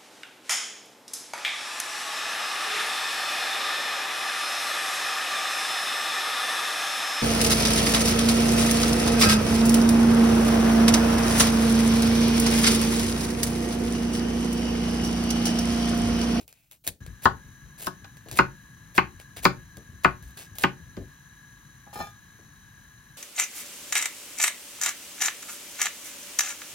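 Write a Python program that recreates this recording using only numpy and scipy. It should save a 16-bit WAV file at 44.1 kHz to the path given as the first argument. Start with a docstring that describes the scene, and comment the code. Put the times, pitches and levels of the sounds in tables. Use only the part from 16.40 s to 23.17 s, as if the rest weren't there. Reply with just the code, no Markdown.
"""A small kitchen, where broccoli is cut on a wooden board close to the microphone.
A floret cracks off the head. Then, beside a hissing gas burner, the knife tears the stalks,
crunches through their tiny cells and knocks on the board, which rings briefly.
The knife is put down, and a handful of florets drops into an enamel pot and makes it ring."""
import sys
import numpy as np
from scipy import signal
from scipy.fft import rfft, irfft, next_fast_len
from scipy.io import wavfile
from scipy.ndimage import uniform_filter1d, minimum_filter1d

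SR = 44100
rng = np.random.default_rng(int(sys.argv[2]) if len(sys.argv) > 2 else 0)


def generate_wav(sig):
    """Save sig (samples, or channels by samples) to the path in sys.argv[1] as 16-bit PCM at SR."""
    pcm = np.round(np.clip(np.atleast_2d(sig).T, -1, 1) * 32767).astype(np.int16)
    wavfile.write(sys.argv[1], SR, pcm)


N = 298557
BURNER_ON_S, WORK_END_S = 0.605, 4.7

# The blade hits the board. Each row: start in seconds, level in dB, hardness in Hz (higher is brighter),
# extra thump in dB, extra tick in dB, length of the crunch before the hit in seconds.
CHOPS = [(0.8547, -11.5, 1520, 1, -10.5, 0.033), (1.469, -28.5, 1430, 8, 0, 0.006),
         (1.6444, -48, 3600, -15, 5, 0.00012), (1.9883, -12, 2230, 6.5, -7, 0.031),
         (2.579, -12.5, 2530, 1.5, -10.5, .032), (3.0521, -14, 2174, 9.5, 0.5, 0.027),
         (3.6464, -12, 2200, 3, -12, 0.0089), (4.2366, -16, 2920, 9, -5.5, 0.037),
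         (4.5679, -50.5, 3000, 26.5, 5, 0.00032)]
# A stalk snaps, then crumbles. Each row: start in seconds, snap in dB, crunch in dB,
# crunch length in seconds, treble boost in dB per octave.
TEARS = [(0.0793, -39.5, -55.5, 0.053, 2.5), (0.127, -40.5, -65.5, 0.22, 2),
         (0.3128, -35.5, -53.5, 0.023, 5.5), (0.3208, -38.5, -57, 0.06, 4.5),
         (0.441, -45, -49.5, 0.072, 7.5), (0.4678, -21.5, -42, .008, 1.5), (0.4759, -12, -31.5, 0.023, 4),
         (0.664, -36, -54, 0.028, -1.5), (1.379, -54, -49.5, 0.1, 9.5), (1.401, -47, -41, 0.1, 7),
         (1.469, -21.5, -49, 0.011, 2.5), (1.77, -44.5, -47.5, 0.0092, -2), (1.8856, -35.5, -47, 0.026, -2),
         (1.9137, -27, -41.5, 0.079, 1), (1.9727, -22, -30, 0.0097, 0), (2.796, -58, -53.5, 0.042, -6),
         (2.9648, -38, -39.5, 0.045, -2.5), (3.047, -23.5, -36, 0.031, 3), (3.37, -35, -56, 0.012, 0),
         (3.826, -42, -57.5, 0.16, 5), (3.9724, -38, -40.5, 0.099, 1.5), (4.1536, -39, -49, 0.056, 5),
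         (4.1849, -21, -40.5, 0.029, 4)]
# The tone of a clack or slap. Each row: frequency in Hz, relative level in dB.
CLACK_TONE = [(40, -13.5), (100, -5), (300, -5.5), (650, -5), (1100, 6.5), (2300, -4), (3000, 0),
              (5000, -28), (9000, -67.5)]
# The steel blade's resonances. Each row: pitch in Hz, width in Hz, boost in dB.
BLADE_RINGS = [(2535, 1310, 3), (7110, 1060, 2)]


def chop(db, hard_hz, thump_db, tick_db):
    """The knife's edge ticks, its tip and heel clack, and the board and counter ring."""
    # Notes of the board and counter. Each row: pitch in Hz, level in dB, seconds to fade by 60 dB,
    # left minus right level in dB, the left side's head start in radians.
    board_notes = [(134.7, -17.5, 0.22, 3.5, 0.15), (183.8, -11, 0.12, 9, 0.34),
                   (274.3, -11, 0.051, -20.5, 0.55), (296.4, -21, 0.17, -2.5, 0),
                   (372.2, -11.5, 0.14, 1, 0), (562, -14, 0.073, -11.5, 0.12), (794, -5, .05, -5, 0.84),
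                   (898, -14.5, 0.12, -22.5, 0.23), (1082.7, -4.5, 0.15, 9, 2.3),
                   (1235, -12.5, 0.068, -22.5, 1), (1290, 1.5, 0.042, -2.5, 0.59),
                   (1486, 4.5, 0.045, 3.5, .8), (1816, -20.5, 0.042, -47, 0.86),
                   (2074, 14, 0.011, -2.5, 0.43), (2430, 11, 0.016, -3, 0.92)]
    # The tone of the steel edge's tick. Each row: frequency in Hz, relative level in dB.
    tick_tone = [(500, -15), (2000, -14.5), (3400, 0), (4600, 0), (5700, -8), (6800, -8), (8500, -18.5),
                 (12000, -23), (16000, -16)]
    t, ring = np.arange(SR // 3) / SR, 0

    def blow_db(hz):
        """A blow takes time, so it loses treble and misses one band above its hardness."""
        octaves_from_gap = np.log2((hz + 1) / (1.55 * hard_hz))
        return soft_db(hz, hard_hz) - 19.5 * np.exp(-(octaves_from_gap / 0.225) ** 2)

    for hz, note_db, fade_s, side_db, lead in board_notes:
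        heavy = hz < 600  # the counter's low notes start more slowly
        swell = 1 - np.exp(-(t / (.005 if heavy else .0012)) ** 2)
        wave = np.sin(2 * np.pi * hz * t - np.array([[0], [lead]]))
        spot_db = rng.uniform(-1.5, 1.5)  # each spot on the board favours other notes
        level_db = note_db + spot_db + heavy * thump_db + blow_db(hz) - 60 * t / fade_s
        ring = ring + amp(level_db) * pan(side_db) * swell * wave
    contact = burst(fade_s=0.043, likeness=0.67)
    add(contact, .0065, burst(fade_s=.025, likeness=1.0))  # the heel lands just after the tip
    clack = colour(contact, lambda f: read(CLACK_TONE, f) + blow_db(f))[:, :len(t)]
    tick = colour(burst(fade_s=0.024, likeness=0.24), lambda f: read(tick_tone, f))[:, :len(t)]
    strike = mic_openings(amp(3) * wood_bending(clack) + amp(tick_db) * tick)
    return amp(db) * (pan(db=0.6) * ring + pan(db=5.0) * strike)


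def wood_bending(x, lag_at_1khz_s=0.00099):
    """Wood carries high notes faster than low ones, so the bass arrives late."""
    return shift_phase(x, lambda f: -4 * np.pi * lag_at_1khz_s * np.sqrt(1000 * f))


def crunch(pops_per_s=800):
    """Cells burst in swarms of tiny clicks under the blade; thicker fibres snap one at a time."""
    out = np.zeros((2, N))
    for cell_hz in np.geomspace(1500, 13000, num=6):  # cells of each size favour their own band
        pops = (rng.random(N) < pops_per_s / SR) * amp(3 * np.minimum(rng.exponential(1, N), 3.5))
        clicks = unit(pair(rng.standard_normal((2, N)), likeness=0.86) * pops) * crushing(cell_hz)
        band = colour(clicks, lambda f: fibre_db(f) + 9 * np.exp(-(np.log2((f + 1) / cell_hz) / .43) ** 2))
        out += amp(-8.5) * band[:, :N]
    for start, db, _, _, tilt in TEARS:
        snap = burst(fade_s=.011, likeness=.9)
        add(out, start, amp(db) * colour(snap, lambda f: fibre_db(f) + tilt * np.log2(1 + f / 1000)))
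    return mic_openings(out) * pan(db=2.0)


def crushing(cell_hz, swell_db_per_s=329.5, db_per_octave=5.5, fade_db=17.5):
    """The push on cells of one size: it swells before a chop and fades after a tear or rustle."""
    # Florets brush the hand or pot. Each row: start in seconds, length in seconds, level in dB.
    rustles = [(0.0, 0.05, -53), (5.531, 0.18, -46.5)]
    force, octave = np.zeros((1, N)), np.log2(cell_hz / 6000)
    for start, *_, length in CHOPS:
        seconds_left = np.arange(0, length, 1 / SR)[None, ::-1]
        add(force, start - length, amp(-33 - swell_db_per_s * seconds_left + db_per_octave * octave))
    fading = [(start, length, db + tilt * octave) for start, _, db, length, tilt in TEARS]
    fading += [(start, length, db + db_per_octave * octave) for start, length, db in rustles]
    for start, length, db in fading:
        progress = np.arange(0, length, 1 / SR)[None] / length
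        add(force, start, amp(db - fade_db * progress ** 2))
    return uniform_filter1d(force, size=350)  # the push builds over a few milliseconds


def fibre_db(hz):
    """The tone of a breaking fibre, coloured by the steel blade."""
    # The fibre alone. Each row: frequency in Hz, relative level in dB.
    fibre_tone = [(200, 0.5), (600, 5.5), (1200, -2.5), (2400, -1.5), (4000, 1), (5500, -3), (7000, 0.5),
                  (8600, 4), (11000, 1), (14000, -7), (16000, -5)]
    blade_db = sum(db / (1 + ((hz - centre) / width * 2) ** 2) for centre, width, db in BLADE_RINGS)
    return read(fibre_tone, hz) + blade_db


def scrape(end_s=.6):
    """Rubbing through the first, thick stalk makes the blade sing its lowest note."""
    hz = BLADE_RINGS[0][0]
    rubbing = crushing(hz) * (np.arange(N) / SR < end_s)
    return amp(-4) * rubbing * steady(lambda f: peak_db(f, hz, width_hz=300), likeness=0.54)


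def pot(pieces=6, tumble_s=(5.56, 5.675), piece_db=-45, piece_hz=7560):
    """Each floret rings the enamel pot and lands with a wet slap, a hollow plop and a dull thud."""
    # The larger florets land. Each row: start in seconds, level in dB, hardness in Hz.
    drops = [(5.467, -43.5, 596), (5.53, -42, 6000), (5.557, -33.5, 2600), (5.591, -35, 4000),
             (5.603, -28.5, 1490), (5.611, -30, 2600)]
    # The pot's notes, muffled by florets. Each row: pitch in Hz, level in dB, seconds to fade by 60 dB.
    pot_notes = [(820, 2, .15), (1227, -6, .22), (1420, -8, .1), (1787, -12, .2), (2353, -16, .25),
                 (2595, -17, .25), (3130, -19, .13), (3521, -17, .22), (4150, -13, .13), (4560, -22, .36),
                 (5286, -9, .15), (6611, -11, .11), (6891, -15, .13)]
    out, t = np.zeros((2, N)), np.arange(SR // 2) / SR
    hz, note_db, fade_s = np.transpose(pot_notes)[:, :, None]
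    side_phase = 0.78 * rng.standard_normal((2, len(pot_notes), 1))  # differs left and right
    piece_starts = [np.interp(k + rng.random(), [0, pieces], tumble_s) for k in range(pieces)]
    for start, db, hard_hz in drops + [(s, piece_db, piece_hz) for s in piece_starts]:
        level_db = db - 1 + note_db + soft_db(hz, hard_hz) / 2 - 60 * t / fade_s
        spot = rng.random((len(pot_notes), 1))  # each lands somewhere else
        notes = amp(level_db) * np.sin(2 * np.pi * (hz * t + spot) + side_phase)
        add(out, start, notes.sum(axis=0 + 1) * (1 - np.exp(-t / 0.00015)))
        slap = colour(burst(fade_s=.03, likeness=.6), lambda f: read(CLACK_TONE, f) + soft_db(f, hard_hz))
        plop = colour(burst(fade_s=.099, likeness=.46), lambda f: peak_db(f, 740, width_hz=200))
        add(out, start, amp(db - 13) * slap + amp(db - 7.5) * plop)
        add(out, start, thud(db - 7.5, hard_hz=505, fade_s=0.11))
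    return out


def bumps(nudges_per_s=5, softest_hz=50, hardest_hz=330):
    """The counter booms under each chop, and the working hands bump and nudge the board."""
    # Hand, stalk or knife handle hits the board. Each row: start in seconds, level in dB, hardness in Hz.
    knocks = [(0.0, -50.5, 795), (0.477, -41.5, 600), (0.608, -35.5, 135), (0.675, -36.5, 139),
              (1.861, -42, 900), (1.92, -37, 600), (3.373, -43, 600), (3.527, -39.5, 109), (3.819, -39, 70),
              (4.575, -29.5, 390), (5.991, -53, 900)]
    out, work_s = np.zeros((2, N)), WORK_END_S - BURNER_ON_S
    for start, db, *_ in CHOPS:
        add(out, start, thud(db - 27.5, hard_hz=78, fade_s=0.47))
    for start, db, hard_hz in knocks:
        add(out, start, thud(db, hard_hz))
    for when, firmness in rng.random((round(nudges_per_s * work_s), 2)):
        hard_hz = softest_hz * (hardest_hz / softest_hz) ** firmness
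        add(out, BURNER_ON_S + when * work_s, thud(-46.5, hard_hz))
    return out


def thud(db, hard_hz, fade_s=0.22):
    """A soft blow stirs only the low notes of the board and counter."""
    # The tone of a thud. Each row: frequency in Hz, relative level in dB.
    thud_tone = [(25, -60), (55, 5.5), (120, 4), (200, -2), (400, -4.5), (700, -9), (1500, -24), (5000, -3)]
    blow = burst(fade_s, likeness=0.94)
    return amp(db) * pan(db=4.5) * colour(blow, lambda f: read(thud_tone, f) + soft_db(f, hard_hz))


def burner():
    """Gas hisses once the burner is on; its jet and mixing tube add narrow, breathy notes."""
    # The tone of the hiss. Each row: frequency in Hz, relative level in dB.
    hiss_tone = [(400, -4), (750, -13), (1100, -2), (1800, 6.5), (2600, -3.5), (4000, -10), (5200, -7),
                 (7000, -2), (8700, -18.5), (10500, -4.5), (14000, -22), (16000, -15.5)]
    # The notes. 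Each row: pitch in Hz, width in Hz, level in dB, the left side's head start in radians.
    tube_notes = [(1060, 180, -66.5, 1.4), (1228, 90, -76, 1.6), (1670, 60, -58, 0.85),
                  (3040, 360, -73, 0.76), (3963, 195, -69, 1.2), (6163, 130, -64.5, -1.91),
                  (7320, 300, -74.5, -9), (10130, 600, -66.5, 2.5), (12330, 210, -78, 0),
                  (13840, 500, -76, 0.56)]
    gas = amp(-62) * steady(lambda f: read(hiss_tone, f), likeness=0.233)
    for hz, width, db, lead in tube_notes:
        gas += amp(db) * steady(lambda f: peak_db(f, hz, width), likeness=1.0, lead=lead)
    return gas * (np.arange(N) / SR > BURNER_ON_S) * pan(db=3.0)


def background(still_db=-71.5, flame_db=-56, work_db=-56):
    """Faint air, and a rumble from the room, the flame and the work on the counter."""
    # The tones of the rumble and the air. Each row: frequency in Hz, relative level in dB.
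    rumble_tone = [(20, -23.5), (32, -13), (50, 2.5), (85, -0.5), (125, 5.5), (200, -2.5), (290, -9),
                   (450, -25), (900, -31), (2000, -64.5)]
    air_tone = [(100, 14), (600, -16), (1500, -3), (2300, -12.5), (3000, -1.5), (6000, 3), (10000, 1.5),
                (16000, 11)]
    t = np.arange(N) / SR
    busy_power = amp(flame_db) ** 2 + (t < WORK_END_S) * amp(work_db) ** 2
    shaking = np.sqrt(amp(still_db) ** 2 + (t > BURNER_ON_S) * busy_power)
    rumble = shaking * steady(lambda f: read(rumble_tone, f), likeness=0.9)
    air = amp(-69) * steady(lambda f: read(air_tone, f), likeness=0.71)
    return rumble * pan(db=2.5) + air


def echoes(x):
    """Sound bounces straight back off the wall and cupboards."""
    # Each row: delay in seconds, left gain, right gain.
    bounces = [(.0064, 0.086, 0.14), (.0097, 0.081, 0.12), (0.0123, .15, .18), (0.015, 0.091, 0.0026)]
    out = np.zeros((2, N))
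    for delay, left, right in bounces:
        add(out, delay, x * [[left], [right]])
    return out


def room(x):
    """Many echoes blur into a short tail; its bass lasts longest and is most alike on both sides."""
    # Each row: frequency in Hz, seconds for the tail to fade by 60 dB.
    fade_times = [(100, .33), (300, .25), (1000, .19), (2500, .19), (6000, .18), (15000, .14)]
    hz, t, bands = signal.stft(rng.standard_normal((2, SR // 2)), SR, nperseg=256)
    bands = pair(bands, likeness=(0.34 + 0.54 / (1 + (hz / 900) ** 2))[:, None])
    tail = signal.istft(bands * amp(-60 * t / read(fade_times, hz)[:, None]), SR, nperseg=256)[1]
    tail *= 1 - np.exp(-(np.arange(tail.shape[1]) / SR / 0.0033) ** 2)
    return signal.fftconvolve(x, tail / np.linalg.norm(tail[0]), axes=1)[:, :N]


def mic_openings(x):
    """Sound from the board reaches the microphone's two openings slightly out of step."""
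    # Each row: frequency in Hz, the left side's head start in radians.
    left_lead = [(200, 0), (850, .2), (1120, 1.7), (1980, 0), (3200, 1.2), (4900, .6), (5700, -1.1),
                 (7600, -2.7), (9900, -3.8), (13400, -6.3)]
    return shift_phase(x, lambda f: read(left_lead, f) * np.array([[.5], [-.5]]))


def soft_db(hz, hard_hz):
    """A soft hit makes little sound above hard_hz."""
    return -10 * np.log10(1 + (hz / hard_hz) ** 4)


def peak_db(hz, centre_hz, width_hz):
    """One resonance with steep sides."""
    return -20 * np.log10(1 + ((hz - centre_hz) / width_hz) ** 2)


def burst(fade_s, likeness):
    """Stereo noise that fades by 60 dB in fade_s seconds."""
    t = np.arange(SR // 3) / SR
    return pair(rng.standard_normal((2, len(t))), likeness) * amp(-60 * t / fade_s)


def steady(shape_db, likeness, lead=0):
    """Even stereo noise with a given tone; the left side is ahead by lead radians."""
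    spectrum = rfft(pair(rng.standard_normal((2, next_fast_len(N, True))), likeness))
    gain = amp(shape_db(np.linspace(0, SR / 2, spectrum.shape[1])))
    return unit(irfft(spectrum * gain * np.exp([[0], [-1j * lead]]))[:, :N])


def colour(x, shape_db, size=4096):
    """Gives a sound the tone shape_db(Hz); white noise keeps its overall power."""
    log_gain = np.log(amp(np.maximum(shape_db(abs(np.fft.fftfreq(size, 1 / SR))), -100)))
    taps = np.fft.ifft(np.exp(np.conj(signal.hilbert(log_gain)))).real[:size // 2]  # no early ringing
    return signal.fftconvolve(x, taps[None] / np.linalg.norm(taps), axes=1)


def shift_phase(x, phase):
    """Shifts each frequency by phase(Hz) radians."""
    size = next_fast_len(x.shape[1] + SR // 10, True)
    turn = np.exp(1j * phase(np.fft.rfftfreq(size, 1 / SR)))
    return irfft(rfft(x, size) * turn, size)[:, :x.shape[1]]


def pair(draws, likeness):
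    """Turns two unrelated signals into two partly alike channels."""
    return np.array([draws[0], likeness * draws[0] + np.sqrt(1 - likeness ** 2) * draws[1]])


def pan(db):
    """Left and right gains that make the left side db louder."""
    return amp(np.array([[db / 2], [-db / 2]]))


def add(mix, start, sound):
    """Adds a sound at start seconds."""
    part = mix[:, max(round(start * SR), 0):][:, :sound.shape[1]]
    part += sound[:, :part.shape[1]]


def read(points, hz):
    """Reads between a table's rows, with octaves evenly spaced."""
    f, value = np.transpose(points)
    return np.interp(np.log(hz + 1), np.log(f + 1), value)


def unit(x):
    """Scales to an average power of one."""
    return x / np.sqrt(np.mean(x ** 2) + 1e-20)


def amp(db):
    """Decibels to gain."""
    return 10 ** (np.asarray(db) / 20)


def scene():
    """Board, stalks, pot and burner together in the kitchen."""
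    board = np.zeros((2, N))
    for start, *blow, _ in CHOPS:
        add(board, start, chop(*blow))
    stalks, enamel = crunch(), pot()
    direct = board + stalks + enamel + scrape() + burner() + background()
    early = echoes(board + amp(3.0) * stalks)
    tail = room(amp(-10.0) * board + amp(-14.5) * stalks + amp(-12.5) * enamel)
    return direct + early + tail + bumps()


def record(dry, ceiling=.92, top_hz=16100):
    """A fast limiter turns down the loudest peaks; then the highest treble is cut."""
    allowed = np.minimum(1, ceiling / (abs(dry).max(axis=0) + 1e-9))
    limited = dry * uniform_filter1d(minimum_filter1d(allowed, size=101), size=101)
    treble_cut = signal.firwin(255, top_hz, window=("kaiser", 8), fs=SR)
    return signal.oaconvolve(limited, treble_cut[None], "same")


dry = scene()
out = record(dry)
generate_wav(out)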